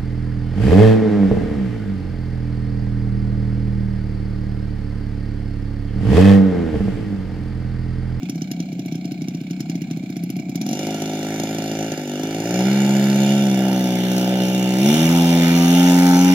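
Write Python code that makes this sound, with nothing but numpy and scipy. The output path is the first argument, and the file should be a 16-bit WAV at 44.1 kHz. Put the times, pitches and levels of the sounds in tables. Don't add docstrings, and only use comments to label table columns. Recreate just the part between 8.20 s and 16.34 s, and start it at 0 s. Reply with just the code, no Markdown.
import sys
import numpy as np
from scipy import signal
from scipy.fft import rfft, irfft, next_fast_len
from scipy.io import wavfile
from scipy.ndimage import uniform_filter1d, map_coordinates

SR = 44100
rng = np.random.default_rng(int(sys.argv[2]) if len(sys.argv) > 2 else 0)


def to_wav(s):
    ch = np.atleast_2d(s).T
    pcm = np.round(np.clip(ch, -1, 1) * 32767)
    wavfile.write(sys.argv[1], SR, pcm.astype(np.int16))


N = 358964
TIME = np.arange(N) / SR
HZ = np.fft.rfftfreq(2 * next_fast_len((N + SR // 2) // 2), 1 / SR)

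# time in seconds, crack in dB, sizzle in dB.
FIRINGS = [(0.0288, -39.5, -57), (0.0942, -33, -39), (0.1546, -47, -52.9), (0.2168, -33.3, -48.2),
           (0.3126, -31, -37), (0.4001, -34, -48.9), (0.5256, -43.4, -51), (0.5913, -38, -47.4),
           (0.6572, -42, -44), (0.7208, -39, -51.7), (0.7516, -41, -48.4), (0.851, -39, -47.8),
           (0.917, -39.4, -47.4), (1.0171, -38.5, -52), (1.0813, -37, -46), (1.1454, -40.5, -56.0),
           (1.2107, -47, -56), (1.3066, -36, -49), (1.4029, -31.5, -40.7), (1.495, -33, -43.5),
           (1.5522, -38.5, -50.6), (1.616, -38, -44.3), (1.7087, -34, -47.8), (1.7694, -44.5, -51),
           (1.8343, -47, -58), (1.899, -44.5, -47.5), (1.9646, -36, -46), (2.0344, -42, -39.5),
           (2.0994, -35.5, -38), (2.164, -40.5, -43), (2.196, -39.5, -53), (2.2923, -40, -44),
           (2.354, -30.5, -37), (2.4121, -29, -37.1), (2.462, -31.5, -37.1), (2.4875, -32, -39),
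           (2.509, -37, -40), (2.528, -28, -38)]
# time in seconds, turns per second.
SHAFT_SPEED = [(2.55, 48.217), (2.632, 52.969), (3.061, 52.473), (3.099, 53.487), (3.694, 53.937),
               (3.877, 48.9), (4.065, 52.996), (4.174, 53.692), (4.513, 67.045), (5.178, 68.291),
               (5.341, 65.478), (5.766, 61.236), (5.924, 62.376), (6.576, 63.124), (6.787, 80.699),
               (6.946, 84.535), (7.329, 84.527), (7.653, 88.393), (7.914, 88.776), (8.14, 91.349)]
# frequency in Hz, level in dB.
POP_SPECTRUM = [(20, -93), (55, -42), (95, -37), (135, -0.5), (175, -5.5), (215, 0.5), (285, 1), (335, -6),
                (400, -20.5), (480, -28), (600, -39), (720, -19.5), (850, -62.5), (2500, -105)]
BARK_SPECTRUM = [(100, -75), (250, -53.5), (440, -7.5), (550, 6.5), (630, -1.5), (735, 8.5), (820, -10),
                 (910, -20), (1080, -38), (1350, -35), (2000, -32), (5000, -63)]
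# dB at cruise, dB per doubling of speed below it, the same above it,
# dB per turn/s^2 of acceleration.
THUMP_LAW = (-23, 13.5, 3, 0.0447)
BARK_LAW = (-32.5, 10.5, -5, 0.04)


def amp(db):
    return 10 ** (np.asarray(db) / 20)


def unit(x):
    return x / np.sqrt(np.mean(x ** 2) + 1e-20)


def along(points):
    hz, values = np.transpose(points)
    return np.interp(np.log(HZ + 1), np.log(hz + 1), values)


def curves(rows, at=TIME):
    axis, *columns = np.transpose(rows)
    return [np.interp(at, axis, column) for column in columns]


def filtered(x, response):
    return irfft(rfft(x, 2 * (len(HZ) - 1)) * response)[..., :N]


def causal(points):
    cepstrum = irfft(np.log(amp(along(points))))
    cepstrum[1:len(HZ) - 1] *= 2
    cepstrum[len(HZ):] = 0
    return np.exp(rfft(cepstrum))


def pulses(times, sizes):
    return np.bincount(np.round(np.abs(times) * SR).astype(int), sizes, N)[:N]


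def bursts(times, sizes, rise_s, fall_s):
    t = TIME[:SR // 10]
    shape = (1 - np.exp(-t / rise_s)) ** 2 * np.exp(-t / fall_s)
    return signal.fftconvolve(pulses(times, sizes), shape / shape.max())[:N]


def noise():
    return rng.standard_normal((2, N))


def swung():
    return np.interp(TIME, [5.1, 5.8], [0, 1])


def treeline(x, echo_db=-25.5, t60_s=0.48, cutoff_hz=4000):
    t = TIME[:SR // 2]
    tail = rng.standard_normal((2, len(t))) * amp(-60 * t / t60_s) * (1 - np.exp(-t / 0.024))
    wet = signal.fftconvolve(x, tail / np.linalg.norm(tail[0]), axes=1)[:, :N]
    return amp(echo_db) * filtered(wet, 1 / (1 + 1j * HZ / cutoff_hz))


def moving_air(x, fading_db=1.5, from_hz=300):
    hz, _, bands = signal.stft(x, SR, nperseg=512)
    field = uniform_filter1d(rng.standard_normal(bands.shape[1:]), size=6, axis=0)
    field = unit(uniform_filter1d(field, size=30, axis=1))
    depth_db = fading_db * np.clip(hz / from_hz - 1, 0, 1)
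    return signal.istft(bands * amp(depth_db[:, None] * field), SR, nperseg=512)[1][:, :N]


def arrival(x):
    # frequency in Hz, phase lag in radians.
    lag_before = [(400, 0), (1000, 0.23), (1900, 1.1), (2300, 0), (2700, 4.5), (3500, 5), (4000, 5.4),
                  (4500, 8), (5300, 7.5), (6200, 9.5), (7400, 13), (11200, 12.5), (13500, 15), (15000, 20)]
    lag_after = [(400, .1), (1100, 0.6), (1900, 2.14), (2300, 0.81), (3000, 6.8), (3700, 13), (4500, 15.24),
                 (5200, 15.7), (5700, 19), (6500, 20.65), (7900, 21.7), (12000, 26.7), (13000, 25),
                 (13500, 29.3), (15500, 32.4)]
    before, after = [filtered(x[0], np.exp(-1j * along(lag))) for lag in (lag_before, lag_after)]
    return np.array([before + swung() * (after - before), x[1]])


def through_cowl(pair, spectrum):
    # centre in Hz, width in Hz, lift in dB.
    panels = [(2330, 520, 3), (2815, 220, 6.5), (3510, 160, 1.5), (4190, 73, 8), (5080, 110, 6.5),
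              (5950, 110, 7), (6550, 110, 0.5), (11600, 250, 3.5)]
    # frequency in Hz, left-right correlation.
    coherence = [(300, 1), (1200, 0.76), (2500, 0.68), (7000, 0.6), (10500, .25), (13500, 0.4)]
    # frequency in Hz, left minus right in dB.
    balance = [(800, 1.5), (1200, -3), (1700, -2.5), (2050, -11.5), (2400, -4), (3100, -8), (4100, 10),
               (5200, -3.5), (7500, 2.5), (9300, 4.5), (10600, 29), (11800, 9), (15000, -5)]
    panel_db = sum(db / (1 + (2 * (HZ - hz) / width_hz) ** 2) for hz, width_hz, db in panels)
    colour = amp(along(spectrum) + panel_db)
    angle = np.arccos(np.clip(along(coherence), -1, 1)) / 2
    mid, side = filtered(pair, colour * np.array([np.cos(angle), np.sin(angle)]))
    lean = amp(along(balance))
    pan = np.array([lean, np.ones_like(lean)]) / np.sqrt(1 + lean ** 2)
    return unit(filtered(np.array([mid + side, mid - side]), pan))


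def muffler_delay():
    # resonance in Hz, width in Hz.
    chambers = [(170, 157), (220, 54), (700, 570)]
    poles = [hz ** 2 - HZ ** 2 + 1j * HZ * width_hz for hz, width_hz in chambers]
    return np.prod([np.conj(pole) / pole for pole in poles], axis=0)


def idle_strokes(idle_hz=31.5):
    fired = np.array(FIRINGS)[:, 0]
    fired_turns = np.cumsum(np.r_[0, np.maximum(1, np.round(np.diff(fired) * idle_hz))])
    turns = np.arange(fired_turns[-1] + 1)
    return np.interp(turns, fired_turns, fired), ~np.isin(turns, fired_turns)


def shaft(hunt_turns=0.013, hunt_hz=10, robbed_share=0.28):
    # turns per second, scatter in dB.
    burn_scatter = [(52.6, 1.0), (57.4, 1.43), (87, 0.76)]
    # time in seconds, change in dB.
    hard_burns = [(2.59, 1), (2.667, 1.2), (2.705, 1.5), (2.743, 2), (2.818, 3.3), (2.856, 1), (2.894, 1.7),
                  (3.027, 1.7), (3.084, 2), (3.122, 2), (3.197, 3), (3.234, 2.5), (3.271, 0.5),
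                  (3.308, 1.3), (3.346, 1.4), (3.383, 3.2), (3.513, 2), (3.588, 1.4), (3.625, 2.1),
                  (3.662, 1), (3.718, 3), (3.775, 3.5), (3.935, 1.3), (3.993, 1.2), (4.032, 2.5),
                  (4.145, 2), (4.201, 0.5)]
    misfires = [(3.7, -3), (3.756, -6), (3.835, -1)]
    speed = curves(SHAFT_SPEED)[0]
    hunting = map_coordinates(rng.standard_normal(400), [TIME * hunt_hz], mode="mirror")
    turns = np.cumsum(speed) / SR + hunt_turns * hunting
    turns -= np.interp(SHAFT_SPEED[0][0], TIME, turns)
    strokes = np.interp(np.arange(int(turns[-1]) + 1), turns, TIME)
    scatter_db, = curves(burn_scatter, np.interp(strokes, TIME, speed))
    luck = np.diff(rng.standard_normal(len(strokes) + 1)) / np.sqrt(2)
    hard_s, extra_db = np.transpose(hard_burns)
    nearest = np.abs(strokes[:, None] - hard_s).argmin(axis=0)
    hard_db = np.bincount(nearest, extra_db, len(strokes))
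    burn_db = scatter_db * np.minimum(luck, 1.2)
    burn_db += np.convolve(hard_db, [-robbed_share, 1, -robbed_share], "same")
    for start_s, db in misfires:
        burn_db[np.abs(strokes - start_s).argmin()] += db
    return turns, strokes - 0.00004 * burn_db, amp(burn_db)


def load_db(law, cruise_hz=63, surge_s=0.23):
    cruise_db, below_db, above_db, surge_db = law
    speed = curves(SHAFT_SPEED)[0]
    doublings = np.log2(speed / cruise_hz)
    pull = uniform_filter1d(np.gradient(speed) * SR, int(surge_s * SR))
    speed_db = below_db * np.minimum(doublings, 0) + above_db * np.maximum(doublings, 0)
    return cruise_db + speed_db + surge_db * pull


def propeller(wash_db=-11, churn_db=-14):
    wash = through_cowl(noise(), [(200, -44), (400, -3), (750, 24), (1100, -43), (2000, -40)])
    churn = through_cowl(noise(), [(20, -53), (75, -31.5), (170, -19), (300, -12.5), (450, -21),
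                                   (900, -66), (3000, -92)])
    return wash * amp(load_db(BARK_LAW) + wash_db) + churn * amp(load_db(THUMP_LAW) + churn_db)


def tickover(whirr_db=-48, slap_db=-41.5, rumble_db=-39, slap_lead_s=0.008):
    # frequency in Hz, level in dB.
    whirr_spectrum = [(300, -8), (560, 2.5), (720, 11), (950, -13), (1200, -18), (1550, -6), (1880, -16.5),
                      (2260, -1.5), (2900, -11.5), (3700, -8.5), (5500, -17.5), (7100, -10), (8200, -29),
                      (15000, -23)]
    slap_spectrum = [(400, -19), (720, 11), (1000, -21), (1550, -3), (1900, -24), (2260, 8), (2650, -7),
                     (3300, -5.5), (3900, -3.5), (4300, -4), (5300, -8), (7000, -15), (8500, -22)]
    strokes, _ = idle_strokes()
    sizes = amp(1.6 * rng.standard_normal(len(strokes)))
    slapping = bursts(strokes - slap_lead_s, sizes, rise_s=0.00079, fall_s=0.0092)
    whirr = amp(whirr_db) * through_cowl(noise(), whirr_spectrum)
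    slaps = amp(slap_db) * slapping * through_cowl(noise(), slap_spectrum)
    rumble = amp(rumble_db) * through_cowl(noise(), POP_SPECTRUM)
    return (whirr + slaps + rumble) * np.interp(TIME, [2.5, 2.65], [1, 0])


def shell_pings(ping_db=-9, scatter_db=4, t60_s=0.065, lag_s=0.0008):
    # mode in Hz, level in dB.
    shell_modes = [(2750, -5), (3300, -4.5), (4200, -6.5), (5150, -7), (6550, -11), (11750, -13),
                   (12250, -13)]
    hz, mode_db = np.transpose(shell_modes)
    t = TIME[:SR // 12]
    envelope = amp(-60 * t / t60_s) * (1 - np.exp(-t / 0.0013))
    out = np.zeros((2, N))
    for start_s, crack_db, _ in FIRINGS:
        gains = amp(crack_db + ping_db + mode_db + scatter_db * rng.standard_normal((2, len(hz))))
        detuned_hz = hz * (1 + 0.004 * rng.standard_normal(len(hz)))
        modes = np.sin(2 * np.pi * np.outer(detuned_hz, t))
        out[:, int((start_s + lag_s) * SR):][:, :len(t)] += gains @ modes * envelope
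    return out


def idle_spit(crack_trim_db=1, sizzle_trim_db=2, lag_s=0.0008):
    # frequency in Hz, level in dB.
    crack_spectrum = [(1000, -11), (2500, 0), (3300, 3.5), (4200, 1), (5800, 7.5), (7200, 1), (8200, -19),
                      (10000, -40)]
    sizzle_spectrum = [(7000, -35), (8300, -18), (9500, -10), (10300, 3), (11000, -10), (11800, 2.5),
                       (12500, 0), (13500, -9), (15800, -12)]
    fired, crack_db, sizzle_db = np.transpose(FIRINGS)
    starts, sizes = fired + lag_s, amp(crack_db + crack_trim_db)
    cracking = bursts(starts, sizes, rise_s=0.00086, fall_s=0.0044)
    cracking += 0.1 * bursts(starts, sizes, rise_s=0.0049, fall_s=0.024)
    sizzling = bursts(starts, amp(sizzle_db + sizzle_trim_db), rise_s=0.0015, fall_s=0.0039)
    crack = cracking * through_cowl(noise(), crack_spectrum)
    return crack + sizzling * through_cowl(noise(), sizzle_spectrum)


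def can_ring(lag_s=0.00645, rise_s=0.0041, fall_s=0.031):
    # time in seconds, pitch in Hz, level in dB.
    growl = [(2.37, 173, -22), (2.45, 224, -19.5), (2.53, 237.4, -19.5)]
    strokes, _ = idle_strokes()
    t = TIME[:SR // 10]
    envelope = (1 - np.exp(-t / rise_s)) * np.exp(-t / fall_s)
    ring = np.zeros(N)
    for start_s in strokes + lag_s:
        detune, scatter_db = rng.standard_normal(2)
        ring_hz, ring_db = curves(growl, start_s)
        swing = np.sin(2 * np.pi * ring_hz * (1 + 0.025 * detune) * t) * envelope
        ring[int(start_s * SR):][:len(t)] -= amp(ring_db + scatter_db) * swing
    return ring


def idle_pops(pop_db=-15, rebound_db=-20, bark_db=-9, puff_db=-28, puff_cutoff_hz=290):
    fired, crack_db, _ = np.transpose(FIRINGS)
    peak_db = pop_db + 0.19 * (crack_db - crack_db.mean())
    strokes, missed = idle_strokes()
    responses = causal(POP_SPECTRUM), causal(BARK_SPECTRUM)
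    muffler, throat = [response / np.abs(irfft(response)).max() for response in responses]
    rebound = 1 + amp(rebound_db) * muffler_delay()
    pops = filtered(pulses(fired + 0.0001, amp(peak_db)), muffler * rebound)
    bark_sizes = amp(peak_db + bark_db) * np.interp(fired, [2.41, 2.53], [0, 1])
    barks = filtered(pulses(fired + 0.00198, bark_sizes), throat * muffler_delay())
    puff_sizes = amp(puff_db + 0.34 * rng.standard_normal(len(strokes))) * missed
    puffs = filtered(pulses(strokes + 0.0015, puff_sizes), muffler * 2 / (1 + 1j * HZ / puff_cutoff_hz))
    return pops + barks + puffs


def clatter(strokes, sizes, repeat_share=0.39, ring_hz=3200, half_width_hz=750):
    # frequency in Hz, level in dB.
    spectrum_before = [(200, -40), (500, 6.5), (850, 7), (1080, -15), (1400, 2), (1950, -3), (2300, 0.5),
                       (2570, -7), (2900, 2), (3250, -6), (3620, 3.5), (3880, -12), (5200, -11.5),
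                       (8000, -23.5)]
    spectrum_after = [(200, -31), (500, 6.5), (850, 7), (1080, -10.5), (1400, 1), (1950, -1.5), (2300, 0),
                      (2570, -4.5), (2900, 0.5), (3250, -2), (3620, 2.5), (3880, -9.5), (5200, -10),
                      (8000, -24)]
    # time in seconds, lift in dB.
    ring_lift = [(2.55, 1), (3.4, 0), (3.85, -0.5), (4.6, -2.5), (5.1, 0.5), (5.45, -1), (5.7, 1.5),
                 (6.3, 0.5), (6.58, 1), (6.7, 2), (6.9, 1), (7.35, -2.5), (7.58, 1.5), (7.95, -3.5),
                 (8.1, -3.5)]
    law = (-31, 19, 8, 0.0183)
    knocks = rng.standard_normal((2, SR // 20)) * np.exp(-TIME[:SR // 20] / 0.043)
    locked = unit(signal.fftconvolve(pulses(strokes, sizes)[None], knocks, axes=1)[:, :N])
    shaking = 0.69 + 0.93 * bursts(strokes + 0.0006, sizes, rise_s=0.00031, fall_s=0.0016)
    rattle = np.sqrt(repeat_share) * locked + np.sqrt(1 - repeat_share) * unit(noise() * shaking)
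    metal = (1 - swung()) * through_cowl(rattle, spectrum_before)
    metal += swung() * through_cowl(rattle, spectrum_after)
    ring = filtered(metal, 1 / (1 + ((HZ - ring_hz) / half_width_hz) ** 4))
    metal += ring * (amp(curves(ring_lift)[0]) - 1)
    return metal * amp(load_db(law))


def gas_hiss(strokes, sizes):
    # frequency in Hz, level in dB.
    spectrum_before = [(1500, -17), (3800, 0), (4150, -2), (4750, 3), (5100, 2), (5450, 2), (6200, 6),
                       (7100, 6.5), (7800, -11.5), (9300, -7), (10800, -6), (11500, -3), (13000, -7),
                       (15500, -14.5)]
    spectrum_after = [(1500, -13), (3800, -2.5), (4150, -3), (4750, 0.5), (5100, 0), (5450, 3.5), (6000, 2),
                      (6600, 6), (7800, -6.5), (8600, -5), (9250, -3.5), (10000, -6), (11000, -4.5),
                      (11500, 0.5), (12600, -5.5), (15000, -6.5)]
    # time in seconds, trim in dB.
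    trim = [(2.55, -0.5), (3.5, 0), (4.1, -2), (5.5, 1), (5.67, 2), (5.85, -1), (6.0, 3.5), (6.13, -2.5),
            (6.26, 2), (6.42, -0.5), (6.95, 1), (7.4, 0), (7.65, 3), (8.1, -2)]
    law = (-36, 11.5, 10, 0.0595)
    spits = sizes ** 2.8 * amp(1.4 * rng.standard_normal(len(sizes)))
    jet = 0.57 + bursts(strokes + 0.0011, spits, rise_s=0.00041, fall_s=0.0034)
    hiss = np.sqrt(1 - swung()) * through_cowl(noise() * jet, spectrum_before)
    hiss += np.sqrt(swung()) * through_cowl(noise() * jet, spectrum_after)
    return hiss * amp(load_db(law) + curves(trim)[0])


def snarl(turns, full_hz=89, db_per_hz=0.9, waver_db=4.5):
    # shaft order, level at full speed in dB.
    orders = [(7, -38.5), (9, -30), (10, -35.5), (11, -45), (14, -46), (15, -44.5)]
    speed = curves(SHAFT_SPEED)[0]
    knots_s = np.arange(0, 9, 1 / 7)
    tones = np.zeros(N)
    for order, db in orders:
        waver, drift = [np.interp(TIME, knots_s, row) for row in rng.standard_normal((2, len(knots_s)))]
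        tones += np.sqrt(2) * amp(db - waver_db * waver) * np.sin(2 * np.pi * order * turns + drift / 2)
    return tones * amp(db_per_hz * (speed - full_hz)) * np.clip(turns, 0, 1)


def pipe_boom(turns, strokes, sizes, lag_turns=0.26):
    # turns per second, order 2 in dB, order 3 in dB.
    resonances = [(50.3, -57, -47.5), (54.3, -41, -26.5), (62.4, -36.5, -22), (68.9, -24, -18),
                  (74.7, -20, -11), (82.6, -16, -23.5), (85.3, -18, -19.5), (88.6, -18.5, -15.5)]
    speed = curves(SHAFT_SPEED)[0]
    order2_db, order3_db = curves(resonances, speed)
    order1_db = order2_db - 23 + np.minimum(speed - 85, 0)
    boom = sum(np.sqrt(2) * amp(db) * np.cos(2 * np.pi * order * (turns - lag_turns))
               for order, db in enumerate([order1_db, order2_db, order3_db], 1))
    return boom * np.clip(turns + 1, 0, 1) * np.interp(TIME, strokes, sizes)


def exhaust(turns, strokes, sizes, jitter_s=0.00007, scatter_db=1.3):
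    # frequency in Hz, level in dB.
    thump_spectrum = [(20, -103), (60, -58.5), (105, -16.5), (160, 8), (210, 9.5), (270, 7.5), (325, 8),
                      (385, 4), (440, -1), (520, -12), (800, -53), (2500, -105)]
    # time in seconds, order 4 trim in dB, order 5 trim in dB.
    overtones = [(2.55, 0, 0), (2.8, -1.5, 2), (3.66, -2, 2), (3.76, -11, 2), (3.9, -8, 5), (4.1, -8, 2.5),
                 (4.35, -9.5, -1), (4.7, -3.5, 0.5), (5.3, -2.5, 1), (5.62, 4, 1.5), (5.85, -1, -3),
                 (6.0, 2, 1), (6.22, -4, -1), (6.55, -4, 0.5), (6.68, -3, 4.5), (6.8, 3, -2),
                 (7.0, -0.5, -3), (8.14, -3.5, 1)]
    # time in seconds, trim in dB.
    bark_trim = [(2.55, 1), (2.65, 1.5), (2.85, -2), (3.3, 1.5), (4.1, -1.5), (4.4, -1.5), (4.63, -6),
                 (4.75, 0.5), (4.87, -5), (5.0, 3.5), (5.6, 1), (5.78, -1), (6.1, 0.5), (6.27, -2.5),
                 (7.1, 1.5), (7.45, -3), (8.1, -3)]
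    speed = curves(SHAFT_SPEED)[0]
    running = np.clip(turns + 1, 0, 1)
    lift = sum((amp(db) - 1) * 2 * np.cos(2 * np.pi * order * turns)
               for order, db in zip((4, 5), curves(overtones)))
    body = pulses(strokes, sizes) + lift * running * speed / SR
    thump = unit(filtered(body / np.sqrt(speed), causal(thump_spectrum) * muffler_delay()))
    thump *= amp(load_db(THUMP_LAW))
    timing, strength = rng.standard_normal((2, len(strokes)))
    front = pulses(strokes + 0.000086 + jitter_s * timing, sizes * amp(scatter_db * strength))
    bark = unit(filtered(front / np.sqrt(speed), causal(BARK_SPECTRUM) * muffler_delay()))
    bark *= amp(load_db(BARK_LAW) + curves(bark_trim)[0])
    return np.sqrt(running.mean()) * (thump + bark)


def scene():
    turns, strokes, sizes = shaft()
    idle = idle_pops() + idle_spit() + tickover() + shell_pings() + can_ring()
    drone = exhaust(turns, strokes, sizes) + pipe_boom(turns, strokes, sizes) + snarl(turns)
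    rasp = clatter(strokes, sizes) + gas_hiss(strokes, sizes) + propeller()
    opened = np.interp(TIME, [2.38, 2.55], [0, 1])
    engine = arrival(moving_air(idle + drone + opened * rasp))
    return engine + treeline(engine)


def record(dry, top_hz=15850):
    return filtered(dry, HZ < top_hz)


dry = scene()
out = record(dry)
to_wav(out)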